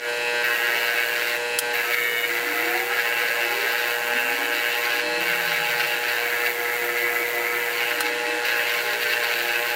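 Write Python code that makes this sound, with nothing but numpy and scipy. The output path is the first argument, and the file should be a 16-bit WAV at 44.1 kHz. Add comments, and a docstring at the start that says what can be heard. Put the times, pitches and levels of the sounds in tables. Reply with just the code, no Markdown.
"""A wire wheel on a small bench grinder scours a steel hammer head, close to one microphone at a workbench.
The lopsided brush slaps the steel twice a turn; its wires rasp, hiss and rattle on the edges, and the
beat sags and wavers as the work drags on the rotor. Behind it the motor hums on the mains and buzzes
when it runs free. Faint tones glide underneath, and twice the hammer clicks against metal."""
import sys
import numpy as np
from scipy import signal
from scipy.fft import rfft, irfft, next_fast_len
from scipy.io import wavfile
from scipy.ndimage import uniform_filter1d, minimum_filter1d, map_coordinates

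SR = 44100
rng = np.random.default_rng(int(sys.argv[2]) if len(sys.argv) > 2 else 0)


def to_wav(sig):
    """Store sig (one row per channel, or 1-D mono) as 16-bit WAV at the path in sys.argv[1].

    Samples outside -1..1 are clipped; the rate is SR.
    """
    pcm = np.clip(np.atleast_2d(sig), -1, 1) * 32767
    pcm = np.round(pcm).astype(np.int16)
    wavfile.write(sys.argv[1], SR, pcm.T)  # frames by channels


N = 429975
HUM_HZ, FREE_SLAP_HZ = 120, 119.7  # twice the mains frequency; two slaps a turn with no load

# magnetic hum: multiple of HUM_HZ, level/dB, change under load/dB, more if also flat/dB, waver/dB
HUM_LINES = [(1, -65, -1, 4, 1), (4, -33, -4.5, 4.5, 0.5), (5, -45, 5.5, -23, 0), (7, -38, -4.5, -21, 2)]
# faint tones under the machine: start/s, end/s, first f/Hz, last f/Hz, level/dB
GLIDE_TONES = [(0.47, 0.9, 304, 452, -44.5), (1.985, 2.437, 375, 552, -46), (2.36, 3.054, 275, 406, -38.5),
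               (2.629, 3.004, 690, 840, -34), (2.998, 3.457, 415, 583, -41), (3.473, 3.75, 380, 429, -39),
               (3.976, 4.726, 220, 327, -43.5), (4.905, 5.37, 292, 350, -41.5), (4.92, 6.05, 193, 141, -49),
               (7.842, 8.546, 302, 323, -42), (8.3, 8.75, 495, 570, -41), (8.721, 9.414, 405, 447, -42.5)]
# lift of the drone near 835 Hz: t/s, level/dB
DRONE_LIFT = [(.3, -2.5), (1.5, -2), (1.68, 3), (2.1, -7), (2.5, -0.5), (4.05, 2.5), (4.6, -1), (5.85, 2),
              (6.9, 1.5), (8.1, 0.5), (9, -1.5)]
# spectrum of the buzzing housing: f/Hz, level/dB
HOUSING_SPECTRUM = [(120, -32), (236, -22.5), (360, -12), (480, -16), (598, 2.5), (718, -22), (838, -9),
                    (958, -5.5), (1077, -12), (1197, -26), (1437, -3), (1560, 2.5), (1680, -1.5),
                    (1916, -1), (2155, -7.5), (2275, -7), (2515, -2), (2635, 1), (2755, -7), (2875, -7),
                    (3240, -11.5), (3360, -13), (3480, -42), (3720, -31), (3830, -11), (4070, -9),
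                    (4550, -17.5), (5400, -18.5)]
# swell of the free-running buzz: t/s, level/dB, tilt to the upper housing resonance/dB
IDLE_SWELL = [(.05, -0.5, -8), (.15, -1, 0), (.27, 0.5, 5.5), (.38, 2.5, -3.5), (1.41, -2.5, -1),
              (1.54, -0.5, 4.5), (1.66, -.5, -3.5), (5.1, 4.5, 1.5), (8.35, -1, -2)]
# spectrum of air and bearings: f/Hz, level/dB
AIR_SPECTRUM = [(25, -32), (70, -16), (105, -11.5), (170, -1.5), (230, -8.5), (320, 4), (900, 6),
                (1200, 0.5), (2600, 5), (4200, -5.5), (5300, -7), (7000, -5), (10000, -8.5), (14500, -14.5)]
# narrow resonances in the air and wire noise: f/Hz, width/Hz, lift/dB
NARROW_PEAKS = [(2640, 110, 5), (3880, 130, 5), (4120, 100, 4), (4460, 120, 6), (4670, 120, 5),
                (7050, 400, 3), (12550, 140, 5), (13400, 120, 4), (14050, 160, 6), (14800, 130, 5)]
# the hammer meets metal: t/s, level/dB, relative knock/dB, relative crack/dB
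HAMMER_CLICKS = [(1.588, 2.5, -13, -13), (8.006, -9, 5, -13)]
# modes of the hammer head: f/Hz, level/dB, t60/s
HAMMER_MODES = [(3170, 0.5, 0.039), (4880, -7, 0.051), (5700, -27, 0.074), (6050, -26, 0.054),
                (9500, -3, 0.034), (9650, 7, 0.042), (11450, -8, 0.045), (12400, -27, .026)]
# modes of the knocked machine: f/Hz, level/dB, t60/s
KNOCK_MODES = [(1310, -3.5, 0.05), (1530, 4, 0.046), (2170, -21, .03), (2600, -4.5, 0.046),
               (4160, -5.5, 0.058)]
# the head goes into the wheel: start/s, end/s, contact/0-1
PASSES = [(-.1, .09, .55), (.425, 1.4, 1), (1.725, 5.04, 1), (4.98, 5.24, .42), (5.19, 8, 1),
          (7.93, 8.13, .75), (8.07, 8.48, .45), (8.435, 9.9, 1)]
# drag of the work at full load: t/s, drop in slap rate/Hz
WHEEL_DRAG = [(.45, 1.2), (1.03, 2.4), (1.17, .8), (1.38, .6), (1.8, 1), (1.88, 2.3), (1.97, 1.7),
              (2.14, 2.5), (2.24, 3.7), (2.36, 2.5), (2.76, .6), (3.06, 3), (3.52, 1.8), (3.67, 3.9),
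              (3.76, 1.7), (4.04, .8), (4.4, 1.3), (4.73, 1.3), (4.82, .6), (4.92, 1.7), (5.2, .8),
              (5.4, 2.3), (5.5, .8), (6.1, .8), (6.93, 1.2), (7, 1.9), (7.14, 1.2), (7.4, 1.8), (7.55, 1),
              (7.7, 2.8), (7.94, .7), (8.45, .6), (8.62, 1.9), (9, .8), (9.32, 2.1), (9.6, 1)]
# force on the wheel: t/s, level/dB
HAND_FORCE = [(.5, .5), (.95, 0), (1.35, -1.5), (1.8, -1), (2.1, -2.5), (2.45, -1), (2.85, -1.5),
              (3.05, -0.5), (3.6, -0.5), (4.2, -0.5), (5, -1), (5.35, -0.5), (6.1, -1), (6.8, -2),
              (7.8, -1.5), (8.2, 0.5), (8.8, -1.1), (9.75, -1)]
# how the head lies: t/s, flatness/0-1 (edge to cheek), clean beat over rasp/dB
HEAD_LIE = [(.5, 0, 3), (1.08, 0, 4), (1.35, 0, -4), (1.75, .35, -7), (2.35, .6, -4), (2.85, .65, -7),
            (3.05, .15, 1), (3.75, .1, 1), (4.05, 0, 5.5), (4.6, 0, 3), (4.9, 0, -5), (5.3, 0, -1.5),
            (6.1, 0, -2.5), (6.3, .5, -1.5), (6.65, 1, -1), (7.55, 1, -.5), (7.95, 0, -4), (8.6, 0, -1),
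            (9.3, 0, -4), (9.7, 0, 2)]
# the wires snag an edge: t/s, extra rubbing/dB, rattle level/dB
SNAGS = [(1.743, 1, -35), (1.94, 4, -35), (4.85, 1.5, -35), (5.571, 2.5, -36), (5.81, 2, -37),
         (6.09, 3.5, -34), (6.465, 5.5, -30), (6.98, 3, -37), (7.91, 2, -34), (8.065, 2, -37),
         (8.265, 1, -36), (8.452, 1.5, -33), (8.745, 1, -31), (8.938, 2.5, -29), (9.03, 2, -30),
         (9.135, 1.5, -32), (9.243, 3, -30), (9.402, 1, -32)]
# brief dips in the level of the rubbing and hiss: t/s, level/dB
LEVEL_DIPS = [(2.835, -6), (6.005, -4), (6.55, -4), (8.98, -4)]
# spectrum of the base rocking on the bench: f/Hz, level/dB
ROCK_SPECTRUM = [(90, -60), (236, -26), (355, 0), (472, -37), (590, -5), (710, -1), (830, -36), (950, -9),
                 (1200, -51), (1600, -66)]
# spectrum of the base shaking: f/Hz, level/dB
THUD_SPECTRUM = [(90, -60), (236, -39), (355, -25), (472, -4), (590, -7), (710, -14), (830, 5), (950, -5),
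                 (1065, 1), (1200, -10), (1600, -70)]
# the head chatters and sings: start/s, end/s
SING_SPAN = (1.92, 2.29)
# resonances of the singing head: f/Hz, width/Hz, level/dB
SING_BANDS = [(1480, 480, -36.5), (1837, 170, -30), (2220, 210, -27), (2890, 113, -35), (3670, 190, -42.5)]
# the wire ends just tick the steel: start/s, end/s (a reversed span is silent)
GRAZE_SPANS = [(5.02, 5.22), (8.11, 7.4)]
# resonances of the grazed head: f/Hz, width/Hz, level/dB
GRAZE_BANDS = [(1590, 250, -41), (2620, 260, -35), (4200, 420, -42)]
# rattle on the edge between snags: t/s, level/dB
EDGE_LEVEL = [(.5, -42), (1.3, -36), (2.1, -43), (2.7, -39), (3.9, -41), (4.9, -37), (6.1, -36), (6.7, -45),
              (7.6, -44), (8.6, -38), (9.7, -38)]
# spectrum of wire ends striking an edge: f/Hz, level/dB
RATTLE_SPECTRUM = [(900, -17), (1500, 4), (2700, 6.5), (3300, -4.5), (4500, -1), (5400, -14.5),
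                   (9000, -16.5), (15000, -21)]
# spectrum of the hissing wire tips: f/Hz, level/dB
TIP_SPECTRUM = [(4500, -30), (6000, -11), (7200, -8), (10000, -9.5), (11300, -7.5), (12400, -1), (13800, 0),
                (15800, -1.5)]
# spectrum of the scraping wires: f/Hz, level/dB
RASP_SPECTRUM = [(1150, -2), (1550, 0), (2250, 4), (2450, -2.5), (2750, 0.5), (3250, -13.5), (3900, -26.5),
                 (4700, -32), (5300, -35)]
# spectrum of the brush beating on steel: f/Hz, level/dB
BEAT_SPECTRUM = [(1170, 2), (1300, -2.5), (1420, -4), (1540, 0), (1655, 4), (1770, -2), (1890, 2),
                 (2010, -3), (2130, 0), (2240, 4), (2360, -3), (2480, -4), (2640, 2), (2850, -2),
                 (3300, -22), (3750, -34), (5200, -40)]
# resonances of machine and work: f/Hz, width/Hz, level/dB, change when flat/dB, dB per dB of force
RUBBED_BANDS = [(1351, 198, -39.5, 6, 3), (1528, 190, -32, -7, 3), (1700, 240, -32, 1.5, 2),
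                (1890, 148, -35, -2, 5), (1982, 140, -38.5, 12, 4.5), (2187, 340, -33.5, 6, 3),
                (2857, 1000, -31.5, -5.5, 1.84), (4970, 2590, -37, -4.5, 2.5)]


def amp(db):
    """Decibels to gain."""
    return np.exp(np.asarray(db) * (np.log(10) / 20))


def unit(x):
    """Scale to rms 1."""
    return x / np.sqrt(np.mean(x ** 2) + 1e-20)


def clock():
    """The time of every sample."""
    return np.arange(N) / SR


def curves(rows):
    """One value per sample for each column after the time."""
    times, *columns = np.transpose(rows)
    return [np.interp(clock(), times, column) for column in columns]


def wobble(rate):
    """A smooth random curve, rate knots a second."""
    coarse = clock()[::64]
    knots = rng.standard_normal(int(N * rate / SR) + 4)
    return np.interp(clock(), coarse, map_coordinates(knots, [coarse * rate]))


def bumps(rows, width_s):
    """A smooth bump for each (t/s, height)."""
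    coarse = clock()[::32]
    shapes = (height * np.maximum(1 - ((coarse - s) / (2 * width_s)) ** 2, 0) ** 2 for s, height in rows)
    return np.interp(clock(), coarse, sum(shapes))


def filtered(x, response):
    """x times a response of frequency."""
    size = next_fast_len(N + 8192)
    return irfft(rfft(x, size) * response(np.fft.rfftfreq(size, 1 / SR)), size)[:N]


def highpass(x, hz):
    """x with the lows rolled off."""
    return signal.sosfilt(signal.butter(2, hz, "high", fs=SR, output="sos"), x)


def coloured(x, spectrum):
    """x through a spectrum drawn on a log frequency axis, at rms 1."""
    points_hz, db = np.transpose(spectrum)
    return unit(filtered(x, lambda hz: amp(np.interp(np.log(hz + 1), np.log(points_hz), db))))


def band(x, centre_hz, width_hz):
    """The part of x within one flat-topped resonance."""
    return filtered(x, lambda hz: 1 / (1 + ((hz - centre_hz) / (width_hz / 2)) ** 8))


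def swelled(x, gain_db, centre_hz, width_hz):
    """x with one resonance raised or lowered over time."""
    return x + (amp(gain_db) - 1) * band(x, centre_hz, width_hz)


def peaked(x):
    """x with the narrow resonances lifted."""
    return filtered(x, lambda hz: amp(sum(db / (1 + ((hz - centre) / (width / 2)) ** 2)
                                          for centre, width, db in NARROW_PEAKS)))


def pulses(phase, spread_rad):
    """One pulse per cycle of phase, smeared by its many paths through the metal."""
    half = np.sin(phase / 2)
    train = np.sin(45.5 * phase) / np.where(np.abs(half) < 1e-9, 1e-9, half) - 1  # 45 equal harmonics
    lag = spread_rad * rng.standard_normal(64)
    return filtered(train, lambda hz: np.exp(1j * np.interp(hz, HUM_HZ * np.arange(len(lag)), lag)))


def glides():
    """Faint hollow tones slide up and down under the hum."""
    out = np.zeros(N)
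    flutter = .9 + .45 * wobble(55)
    for start, end, from_hz, to_hz, db in GLIDE_TONES:
        first, last = int(start * SR), min(int(end * SR), N)
        hz = np.linspace(from_hz, to_hz, last - first)
        fade = signal.windows.tukey(len(hz), .6)
        out[first:last] += np.sqrt(2) * amp(db) * fade * np.sin(2 * np.pi * np.cumsum(hz) / SR)
    return out * flutter


def hum(load, flat):
    """The stator sings at multiples of twice the mains frequency; load shifts their balance."""
    phase = 2 * np.pi * HUM_HZ * clock()
    out = np.zeros(N)
    for harmonic, db, load_db, flat_db, waver_db in HUM_LINES:
        gain = amp(db + load * (load_db + flat * flat_db) + waver_db * wobble(16))
        out += np.sqrt(2) * gain * np.cos(harmonic * phase + rng.uniform(0, 2 * np.pi))
    return out


def motor(phase, free, buzz_db=-27, air_db=-34, throb_db=3):
    """The free rotor buzzes the housing twice a turn; the wheel stirs the air throughout."""
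    shaking = pulses(phase + .008 * wobble(45), spread_rad=1.7) * amp(.6 * wobble(70))
    buzz = coloured(shaking, HOUSING_SPECTRUM)
    level_db, tilt_db = curves(IDLE_SWELL)
    buzz = swelled(buzz, -tilt_db, centre_hz=1555, width_hz=210)
    buzz = swelled(buzz, tilt_db, centre_hz=2635, width_hz=320)
    draught = rng.standard_normal(N) * amp(throb_db * np.cos(phase))
    air = coloured(peaked(draught), AIR_SPECTRUM)
    return free * amp(buzz_db + level_db) * buzz + amp(air_db) * air


def struck(modes, t):
    """Damped modes, a little different at each blow."""
    return sum(amp(db + rng.normal(0, 0.79) - 60 * t / t60)
               * np.sin(2 * np.pi * hz * t + rng.uniform(0, 2 * np.pi)) for hz, db, t60 in modes)


def clicks(crack_t60_s=0.068, attack_s=0.00034):
    """Steel on steel at the bench: a crack, a short ring damped by the hand, and a knock."""
    out, t = np.zeros(N + SR), np.arange(SR // 8) / SR
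    for s, db, knock_db, crack_db in HAMMER_CLICKS:
        crack = highpass(rng.standard_normal(len(t)), hz=2500) * amp(-60 * t / crack_t60_s)
        ring = 0.094 * struck(HAMMER_MODES, t) + 0.2 * amp(knock_db) * struck(KNOCK_MODES, t)
        ring *= 1 - np.exp(-t / attack_s)
        out[round(s * SR):][:len(t)] += amp(db) * (ring + amp(crack_db) * crack)
    return out[:N]


def held(start, end, bite_s=.018, release_s=.0414):
    """The wires bite, hold and let go, 0-1."""
    t = clock()
    return np.clip(np.minimum((t - start) / bite_s, (end - t) / release_s), 0, 1)


def slap_phase(load, inertia_s=.0285):
    """Two cycles a turn: drag slows the rotor, inertia smooths the change."""
    pole = np.exp(-1 / (inertia_s * SR))
    lost_hz = signal.lfilter([1 - pole], [1, -pole], load * curves(WHEEL_DRAG)[0])
    return 2 * np.pi * np.cumsum(FREE_SLAP_HZ - lost_hz) / SR


def wires(phase, memory, per_slap=400):
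    """Noise that changes only gradually from slap to slap, as the same wires come round again."""
    cycles = phase / (2 * np.pi)
    fresh = rng.standard_normal((N // 300, per_slap))
    kept = signal.lfilter([1], [1, -2 * memory, memory ** 2], fresh, axis=0).ravel()
    return np.interp(cycles * per_slap, np.arange(len(kept)), kept)


def base(phase, slaps, flat, thud_db=-38, rock_db=-46):
    """The grinder's base shakes with each slap; a flat cheek and heavy drag set it rocking."""
    shake = highpass(unit(slaps) + 1.9 * unit(wires(phase, memory=.52)), hz=200)
    thud = amp(thud_db - 4 * flat + wobble(13)) * coloured(shake, THUD_SPECTRUM)
    rock = amp(rock_db + 7 * flat + curves(WHEEL_DRAG)[0]) * coloured(shake, ROCK_SPECTRUM)
    return thud + rock


def singing(phase, bands, scrape):
    """Even slaps and a little scraping keep the head's own resonances ringing."""
    slaps = unit(pulses(phase, spread_rad=1.2)) * amp(1.6 * wobble(80))
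    drive = slaps + scrape * unit(wires(phase, memory=.3))
    return sum(amp(db) * unit(band(drive, hz, width)) for hz, width, db in bands)


def rattle(phase, contact, fade_s=.0045, uneven_db=1.7):
    """On an edge each slap is a ragged tick of wire ends; a snag gives a few hard ones."""
    slap, fraction = np.divmod(phase / (2 * np.pi) + .1 + .09 * wobble(110), 1)
    strength = amp(uneven_db * rng.standard_normal(N // 300))[slap.astype(int)]
    bursts = rng.standard_normal(N) * strength * np.exp(-fraction / (FREE_SLAP_HZ * fade_s))
    ticks = coloured(peaked(bursts), RATTLE_SPECTRUM)
    between = contact * amp(curves(EDGE_LEVEL)[0] + 2 * wobble(22))
    snagged = bumps([(s, amp(db)) for s, _, db in SNAGS], width_s=.01)
    return ticks * (between + snagged)


def tips(phase, flat, hiss_db=-36, split_hz=9500, ripple_hz=70):
    """The wire tips hiss almost evenly, each at its own pitch; a flat cheek shifts the hiss upwards."""
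    noise = rng.standard_normal(N) * amp(np.cos(phase) + wobble(200))
    ripple_db = 2 * rng.standard_normal(512)
    sizzle = filtered(noise, lambda hz: amp(np.interp(hz, ripple_hz * np.arange(512), ripple_db)))
    sizzle = coloured(peaked(sizzle), TIP_SPECTRUM)
    low = filtered(sizzle, lambda hz: hz < split_hz)
    high = sizzle - low
    flicker = amp(.8 * wobble(24))
    return amp(hiss_db) * flicker * (amp(-2 * flat) * low + amp(1.8 * flat) * high)


def scratches(phase, count=9000):
    """Single stiff wires flick the steel at random, a few of them hard, most sharply during a slap."""
    when, side, softness = rng.random((count, 3)).T
    sizes = np.sign(side - .5) * amp(-5.5 * np.log(.03 + softness))
    flicks = np.bincount((when * N).astype(int), sizes, N)
    return coloured(flicks * (1 + .5 * np.cos(phase)), RASP_SPECTRUM)


def brush(phase, flat, clean_db, snag_db, steel_db=.88, scratch_db=-6, sway_db=1.12):
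    """Close to the microphone, the lopsided brush slaps the steel twice a turn in a spray of wires."""
    slaps = pulses(phase + .022 * wobble(30), spread_rad=1.9) * amp(.8 * wobble(40))
    spray = amp(np.cos(phase) + 2 * wobble(400))
    rasp = coloured(peaked(wires(phase, memory=.43) * spray), RASP_SPECTRUM)
    clean = amp(clean_db)
    beat = clean * coloured(slaps, BEAT_SPECTRUM)
    rub = (beat + rasp + amp(scratch_db) * scratches(phase)) / np.sqrt(1 + clean ** 2)
    force_db, = curves(HAND_FORCE)
    steel = np.zeros(N)
    for hz, width, db, flat_db, follow in RUBBED_BANDS:
        # force and lie reweight the resonances; a snag lifts the high ones most
        level_db = db + flat * flat_db + force_db * follow + snag_db * hz / 3000
        steel += amp(level_db + sway_db * wobble(12)) * unit(band(rub, hz, width))
    return amp(steel_db) * steel + base(phase, slaps, flat)


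def scene(judder_db=.5, sing_rub_db=-5.5, opening_db=-9, opening_s=.082):
    """The grinder, the work against it and the small knocks, from beside the bench, in mono."""
    touch = np.max([depth * held(start, end) for start, end, depth in PASSES], axis=0)
    load = touch ** 4  # only firm contact loads the motor
    phase = slap_phase(load)
    flat, clean_db = curves(HEAD_LIE)
    sing = held(*SING_SPAN)
    graze = sum(held(*span) for span in GRAZE_SPANS)
    snag_db = bumps([(s, db) for s, db, _ in SNAGS], width_s=.0092) + .8 * wobble(24)
    dip_db = bumps(LEVEL_DIPS, width_s=.02)
    # the rubbing judders, dips briefly, and gives way while the head sings
    contact = touch * amp(judder_db * wobble(32) + dip_db)
    rubbing = contact * amp(sing_rub_db * sing) * brush(phase, flat, clean_db, snag_db)
    rubbing += rattle(phase, contact)
    ringing = sing * singing(phase, SING_BANDS, scrape=.7)
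    ringing += graze * singing(phase, GRAZE_BANDS, scrape=.6)
    # the tips hiss much less at a graze, and a little more at a snag
    hiss = touch ** 1.7 * amp(.6 * (snag_db + dip_db)) * tips(phase, flat)
    machine = hum(load, flat) + motor(phase, free=1 - touch ** .77) + rubbing + ringing + hiss + glides()
    machine = swelled(machine, curves(DRONE_LIFT)[0], centre_hz=835, width_hz=100)
    # the level comes up during the first moment
    opening = amp(opening_db * np.clip(1 - clock() / opening_s, 0, 1))
    return (opening * machine + clicks())[None]


def record(dry, threshold_db=-15.5, smooth_s=.007, top_hz=15790):
    """Behind the microphone a limiter ducks after loud bursts; nothing passes above the band limit."""
    x = dry[0]
    power = np.abs(uniform_filter1d(x ** 2, size=66))
    over_db = np.maximum(10 * np.log10(power + 1e-12) - threshold_db, 0)
    held_db = -minimum_filter1d(-over_db, size=882, origin=400)  # peaks hold for 20 ms
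    pole = np.exp(-1 / (smooth_s * SR))
    duck_db = 1.3 * signal.lfilter([1 - pole], [1, -pole], held_db)
    return filtered(x * amp(-duck_db), lambda hz: hz < top_hz)[None]


dry = scene()
out = record(dry)
to_wav(out)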